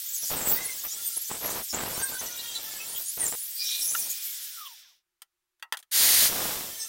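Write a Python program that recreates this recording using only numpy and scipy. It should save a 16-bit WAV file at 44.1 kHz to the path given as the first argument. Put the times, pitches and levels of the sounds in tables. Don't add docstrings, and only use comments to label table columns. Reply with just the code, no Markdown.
import sys
import numpy as np
from scipy import signal
from scipy.fft import rfft, irfft
from scipy.io import wavfile
from scipy.ndimage import uniform_filter1d

SR = 44100
rng = np.random.default_rng(int(sys.argv[2]) if len(sys.argv) > 2 else 0)


def inscribe(sig):
    pcm = np.round(np.clip(np.atleast_2d(sig).T, -1, 1) * 32767)
    wavfile.write(sys.argv[1], SR, pcm.astype(np.int16))


N = 303408
T = np.arange(N) / SR
TOP_HZ = 15850
FREE_S, STOP_S, COAST_S = 3.58, 5.035, .82
RESTART_S, SPIN_UP_S, RESTART_HZ = 5.911, .034, 448

# f/Hz, relative level/dB
ROOM_SPECTRUM = [(30, -9), (300, -25), (355, -2.5), (420, -26), (1100, -14.5), (15000, -20.5)]
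# f/Hz, relative level/dB, t60/s
STEEL_MODES = [(627, -14, 0.074), (841, -11, 0.13), (1046, -8.5, .08), (1375, -4.5, 0.12),
               (1686, 1.5, 0.053), (1864, -3, 0.1), (2540, -9, 0.064), (3055, -0.5, 0.072),
               (3490, 3, 0.044), (3970, -3.5, 0.051), (4720, -3, 0.049), (6200, -8.5, 0.05),
               (8950, -1.5, .04)]
# t/s, level/dB, brightness/dB, share of the modes' t60
KNOCK_HITS = [(3.95, -30.5, -2, 0.56), (5.219, -41, 8, 0.87), (5.597, -67, 5, 0.97),
              (5.625, -34.5, -4, 0.98), (5.724, -23.5, -2, 0.6), (5.736, -32, -5.5, 0.79),
              (5.745, -37, -5.5, 0.51), (5.771, -36, 7, 0.81), (5.79, -45.5, 23, .5), (5.8, -49, 20, .7),
              (5.827, -50.5, 5, 0.76)]
# t/s, relative hiss level/dB, relative body level/dB
AIR_LEVELS = [(0, -37, -48), (.33, -34.5, -45), (.8, -39, -46.5), (1.5, -37.5, -47.5), (2.0, -38, -49.5),
              (2.6, -43.5, -45), (3.1, -37.5, -48.5), (3.55, -39, -49), (3.7, -36, -43.5), (3.95, -32, -46),
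              (4.2, -38, -44)]
# f/Hz, relative level/dB
JET_SPECTRUM = [(2500, -35.5), (4500, -6.5), (5600, -6), (7000, -1.5), (10000, -2.5), (12000, -0.5),
                (14000, 0.5), (15500, 0.5)]
# f/Hz, relative level/dB
HOUSING_SPECTRUM = [(100, -39.5), (1000, -19.5), (1700, -4.5), (2650, -3), (3500, 4.5), (4450, -1),
                    (5100, 2.5), (5550, 4.5), (6200, -1), (10000, -30)]
# f/Hz, relative level/dB
BLAST_SPECTRUM = [(200, -30.5), (1200, -13), (1950, -2), (2600, -5.5), (3400, -1), (4650, 3), (5500, -1.5),
                  (6800, 1), (8000, -4.5), (9050, 5), (10300, -4), (11600, 4.5), (13000, -2), (14300, 0.5)]
# t/s, turn rate/Hz
SPINDLE_SPEED = [(0, 560.3), (.31, 620), (.5, 483), (.62, 555), (.74, 509), (1.0, 699.7), (1.42, 660),
                 (1.9, 480), (2.06, 533), (2.12, 507), (2.36, 474.2), (2.52, 470.3), (2.76, 429),
                 (2.95, 461.1), (3.17, 620.2), (3.31, 491.6), (3.58, 605.3), (4.2, 612)]
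# multiple of the turn rate, relative level/dB
VANE_PARTIALS = [(2, -28), (3, -22.5), (4, -1.5), (5, -19), (8, -14), (12, -11.5)]
# f/Hz, relative level/dB
RASP_SPECTRUM = [(20, -5.5), (70, -4.5), (150, -3.5), (300, -2.5), (520, -0.3), (900, -2), (1300, -5),
                 (2000, -8), (4000, -11), (12000, -31)]
# t/s, length/s, relative level/dB, attack/s, release/s
WHEEL_BITES = [(0.218, 0.027, -56, 0.0082, 0.025), (0.292, 0.24, -37.5, 0.015, 0.09),
               (0.832, .035, -46.5, 0.011, 0.0097), (.9, 0.19, -61, 0.035, 0.018),
               (1.165, 0.013, -48, 0.0071, 0.0041), (1.293, 0.043, -39.5, 0.015, 0.038),
               (1.406, .21, -39, 0.0056, 0.0066), (1.722, .16, -37, 0.014, 0.094),
               (1.957, 0.063, -41.5, 0.014, .016), (2.085, 0.043, -44.5, .012, 0.033),
               (2.203, 0.032, -41, 0.012, 0.04), (2.269, 0.74, -55, .03, 0.024),
               (3.164, .13, -43.5, 0.022, 0.0071), (3.318, 0.033, -42, .005, .004),
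               (3.716, 0.37, -55, .25, .025), (5.926, 0.51, -41, 0.11, .03), (6.28, 0.22, -36, 0.02, 0.12)]
# f/Hz, relative level/dB
RIM_SPECTRUM = [(400, -15.5), (1100, -4), (1650, 2), (2300, -6.5), (3600, 3.5), (5200, 1.5), (7600, 2.5),
                (15000, -4.5)]
# t/s, length/s, level/dB
SLOT_RUBS = [(.4, 0.34, -43.5), (0.83, 0.28, -46), (1.86, 0.73, -42.5), (2.6, 0.35, -45.5),
             (3.169, 0.11, -51), (6.69, 0.22, -44)]
# centre t/s, f/Hz, swell time/s, width/Hz, level/dB
WHEEL_SQUEALS = [(0.169, 6550, 0.047, 792, -37), (0.485, 7790, 0.041, 39.6, -28),
                 (0.522, 14400, 0.072, 158, -24.5), (0.514, 15200, .05, 396, -26),
                 (0.607, 2035, 0.062, 60, -39.5), (0.701, 2100, .04, 40, -41),
                 (0.664, 10350, 0.021, 40, -31), (0.86, 13200, .029, 160, -34),
                 (0.926, 6950, 0.037, 160, -37), (1.071, 14000, .039, 160, -31),
                 (.933, 5630, .029, 40, -40), (1.074, 8680, .028, 40, -34.5),
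                 (1.177, 11020, 0.016, 160, -27.5), (1.462, 11550, .025, 40.2, -31.5),
                 (1.709, 5430, 0.025, 160, -37), (1.754, 7240, 0.018, 40, -33),
                 (2.043, 8600, 0.032, 40, -28.5), (2.04, 1590, 0.046, 40, -38.5),
                 (2.161, 1532, 0.057, 39.3, -41.5), (2.199, 6160, 0.017, 40, -34),
                 (2.406, 4050, .022, 159, -39), (2.485, 3240, .1, 40.4, -44), (2.568, 3980, 0.026, 40, -33),
                 (2.818, 2596, 0.033, 40, -43), (2.966, 3220, 0.035, 300, -43.5),
                 (2.978, 14730, 0.026, 1430, -33), (3.082, 6900, 0.048, 310, -40),
                 (3.094, 10720, 0.03, 432, -33.5), (3.225, 9060, .035, 233, -25),
                 (3.234, 1900, .03, 40, -39.5), (3.268, 7310, 0.021, 162, -26),
                 (3.289, 9350, 0.015, 40, -29.5), (3.42, 9900, .055, 896, -38),
                 (3.612, 4810, .052, 399, -33.5), (3.676, 5570, 0.075, 368, -32.5),
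                 (3.73, 3820, 0.12, 640.5, -34), (3.834, 5540, 0.038, 240, -33),
                 (3.868, 10700, 0.1, 794, -31.5), (3.909, 7230, 0.025, 161, -35),
                 (3.954, 1370, .01, 150, -28.5), (4.265, 13300, 0.064, 839, -38),
                 (4.667, 3150, 0.018, 601, -43), (6.822, 5325, 0.036, 204, -38),
                 (6.827, 6240, 0.056, 40.1, -41), (6.824, 8430, 0.044, 40, -37)]


def undb(db):
    return 10 ** (np.asarray(db) / 20)


def curve(rows, column=1):
    rows = np.array(rows)
    return np.interp(T, rows[:, 0], rows[:, column])


def spectrum(points, hz):
    f, db = np.transpose(points)
    return undb(np.interp(np.log(hz + 1), np.log(f), db))


def colour(x, points):
    y = irfft(rfft(x) * spectrum(points, np.arange(N // 2 + 1) * SR / N), N)
    return y / y.std()


def walk(rate, size=N):
    hold = max(int(SR / rate), 1)
    steps = np.repeat(rng.standard_normal(size // hold + 2), hold)
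    return 1.22 * uniform_filter1d(steps, hold)[hold // 2:hold // 2 + size]


def flicker(depth_db, rate):
    return undb(depth_db * np.tanh(walk(rate)))


def envelope(start, length, db, attack, release):
    rise = np.clip((T - start) / attack, 0, 1)
    return undb(db) * rise * np.exp(-np.maximum(T - start - length, 0) / release)


def coasting():
    return np.clip((STOP_S - T) / COAST_S, 0, 1)


def restarting():
    return 1 - np.exp(-np.maximum(T - RESTART_S, 0) / SPIN_UP_S)


def room_tone(level_db=-84.5):
    return undb(level_db) * colour(rng.standard_normal(N), ROOM_SPECTRUM)


def knocks(crack_db=1, crack_s=.005, tail_db=-11, tail_s=.011, pivot_hz=3000, rattle=.85, detune=.04):
    out, t = np.zeros(N), T[:SR // 4]
    hz, mode_db, t60 = np.array(STEEL_MODES).T[:, :, None]
    low_cut = signal.butter(2, 700, "high", fs=SR, output="sos")
    snap = undb(crack_db) * np.exp(-t / crack_s) + undb(tail_db) * np.exp(-t / tail_s)
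    for s, db, bright_db, ring in KNOCK_HITS:
        tilt_db = 2 * bright_db * np.log10(hz / pivot_hz)
        gain = undb(mode_db + tilt_db + 2 * rng.standard_normal(hz.shape))
        blur = rattle * np.array([walk(350, len(t)) for _ in hz])
        struck_hz = hz * (1 + detune * rng.standard_normal(hz.shape))
        phase = 2 * np.pi * (struck_hz * t + rng.random(hz.shape)) + blur
        decay = undb(-60 * t / (t60 * ring))
        modes = (gain * decay * np.sin(phase)).sum(0)
        crack = rng.standard_normal(len(t)) * undb(bright_db) * snap
        hit = signal.sosfilt(low_cut, modes + crack)
        start = int(s * SR)
        out[start:start + len(t)] += undb(db) * hit / hit[:SR // 200].std()
    return out


def turbulence(x, depth_db=4.5, rate=30, count=18):
    band, whole = np.linspace(0, 1.35 * count, N // 2 + 1), rfft(x)
    bands = (irfft(whole * np.maximum(1 - abs(band - k), 0), N) for k in range(count + 1))
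    y = sum(part * flicker(depth_db, rate) for part in bands)
    return y / y.std()


def exhaust(hiss_db=1.3, body_db=.3, surge_db=1.53, release_s=4.49, fade_db_per_s=35,
            blast_db=-17.5, blast_end_s=6.275, choke_s=.013, cutting_db=-28.5, ease_s=6.465):
    hiss = colour(rng.standard_normal(N), JET_SPECTRUM)
    body = colour(rng.standard_normal(N), HOUSING_SPECTRUM)
    blast = colour(rng.standard_normal(N), BLAST_SPECTRUM)
    flow = np.sin(np.pi / 2 * coasting()) ** 1.38
    swirl = turbulence(hiss) * undb(hiss_db + surge_db * walk(45))
    dulling_db = fade_db_per_s * np.maximum(T - release_s, 0)
    top = swirl * undb(curve(AIR_LEVELS) - dulling_db)
    mids = body * undb(body_db + curve(AIR_LEVELS, column=2))
    easing_db = fade_db_per_s * np.maximum(T - ease_s, 0)
    cutting = (hiss + undb(-8.5) * body) * undb(cutting_db - easing_db)
    bitten = .5 + .5 * np.tanh((T - blast_end_s) / choke_s)
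    second_run = np.sqrt(bitten) * cutting + np.sqrt(1 - bitten) * undb(blast_db) * blast
    return flow * (top + mids) + restarting() * second_run


def vane_whistle(speed, turns, rough=.61, slow_hz=230, upper_db=19, low_cut_hz=750,
                 port_db=-46, port_hz=1190, port_width_hz=170):
    slow = 1 / (1 + (speed / slow_hz) ** 10)
    free = envelope(FREE_S, length=0, db=-45, attack=.026, release=.46) * coasting()
    flare = undb(port_db) * np.exp(-((4 * speed - port_hz) / port_width_hz) ** 2) * (T < STOP_S)
    tone = 0
    for k, db in VANE_PARTIALS:
        radiated = 1 / (1 + (low_cut_hz / (k * speed + 1)) ** 4)
        gain = free * radiated * undb(db + upper_db * slow * (k >= 8)) + flare * (k == 4)
        tone += gain * flicker(depth_db=6, rate=70) * np.cos(2 * np.pi * k * turns + rough * walk(250))
    return np.sqrt(2) * tone


def wheel_rasp(turns, grit_db=4, throb=.35, trim_db=1, graze_db=-74.5):
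    grains = rng.standard_normal(N) * undb(grit_db * walk(2500))
    pulse = 1 + throb * np.cos(2 * np.pi * turns)
    bite = np.max([envelope(*row) for row in WHEEL_BITES], axis=0)
    graze = undb(graze_db) * coasting()
    rasp = colour(grains * pulse, RASP_SPECTRUM) * flicker(depth_db=2, rate=90)
    return undb(trim_db) * rasp * (bite + graze)


def rim_chatter(speed, turns, shift_db=5, rough=.36, attack_s=.045, release_s=.06):
    buzz, coarse = 0, slice(None, None, 64)
    for k in range(2, 34):
        hz = k * speed[coarse]
        gain = spectrum(RIM_SPECTRUM, hz) * (hz < TOP_HZ) * flicker(shift_db, rate=16)[coarse]
        tone = np.cos(2 * np.pi * (k * turns + rng.random()) + rough * walk(200))
        buzz += np.interp(T, T[coarse], gain) * (1 + walk(55)) * tone
    rub = np.max([envelope(*row, attack_s, release_s) for row in SLOT_RUBS], axis=0)
    return buzz / buzz.std() * rub


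def rim_chirps(count=100, span_s=4.1, offset_db=-3.5, spread_db=4, swell_s=.028, hoarse_from_s=3.0):
    when, pitch, strength = rng.random((count, 3)).T
    times = .05 + span_s * (np.arange(count) + when) / count
    hz = 5700 + 9000 * pitch ** 1.5
    width_hz = np.where(times < hoarse_from_s, 110, 520)
    db = np.interp(times, T, curve(AIR_LEVELS)) + offset_db + spread_db * (2 * strength - 1)
    return list(zip(times, hz, [swell_s] * count, width_hz, db))


def wheel_squeals(speed, turns, throb=.59, scrape=.38, scrape_width=.12, pure_hz=130):
    out = np.zeros(N)
    for s, hz, swell_s, width_hz, db in list(WHEEL_SQUEALS) + rim_chirps():
        near = np.arange(*np.searchsorted(T, [s - 2 * swell_s, s + 2 * swell_s]))
        phase = 2 * np.pi * np.cumsum(hz * speed[near] / speed[int(s * SR)]) / SR
        noise = lambda rate: (walk(rate, len(near)) + 1j * walk(rate, len(near))) / np.sqrt(2)
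        purity = np.exp(-width_hz / pure_hz)
        core = np.sqrt(purity) + np.sqrt(1 - purity) * noise(width_hz + pure_hz)
        texture = core + scrape * noise(scrape_width * hz)
        depth = throb * min(1, (hz / 3000) ** 2)
        pulse = 1 + depth * np.cos(2 * np.pi * turns[near])
        swell = np.exp(-2 * ((T[near] - s) / swell_s) ** 2)
        out[near] += np.sqrt(2) * undb(db) * swell * pulse * np.real(texture * np.exp(1j * phase))
    return out


def scene():
    speed = curve(SPINDLE_SPEED) * coasting() + RESTART_HZ * restarting()
    speed *= 1 + .00398 * walk(60)
    turns = np.cumsum(speed) / SR
    air = exhaust()
    wheel = wheel_rasp(turns) + rim_chatter(speed, turns) + wheel_squeals(speed, turns)
    tool = air + wheel + vane_whistle(speed, turns)
    return np.tile(tool + room_tone() + knocks(), (2, 1))


def record(dry):
    return signal.sosfilt(signal.ellip(12, .1, 80, TOP_HZ, fs=SR, output="sos"), dry)


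dry = scene()
out = record(dry)
inscribe(out)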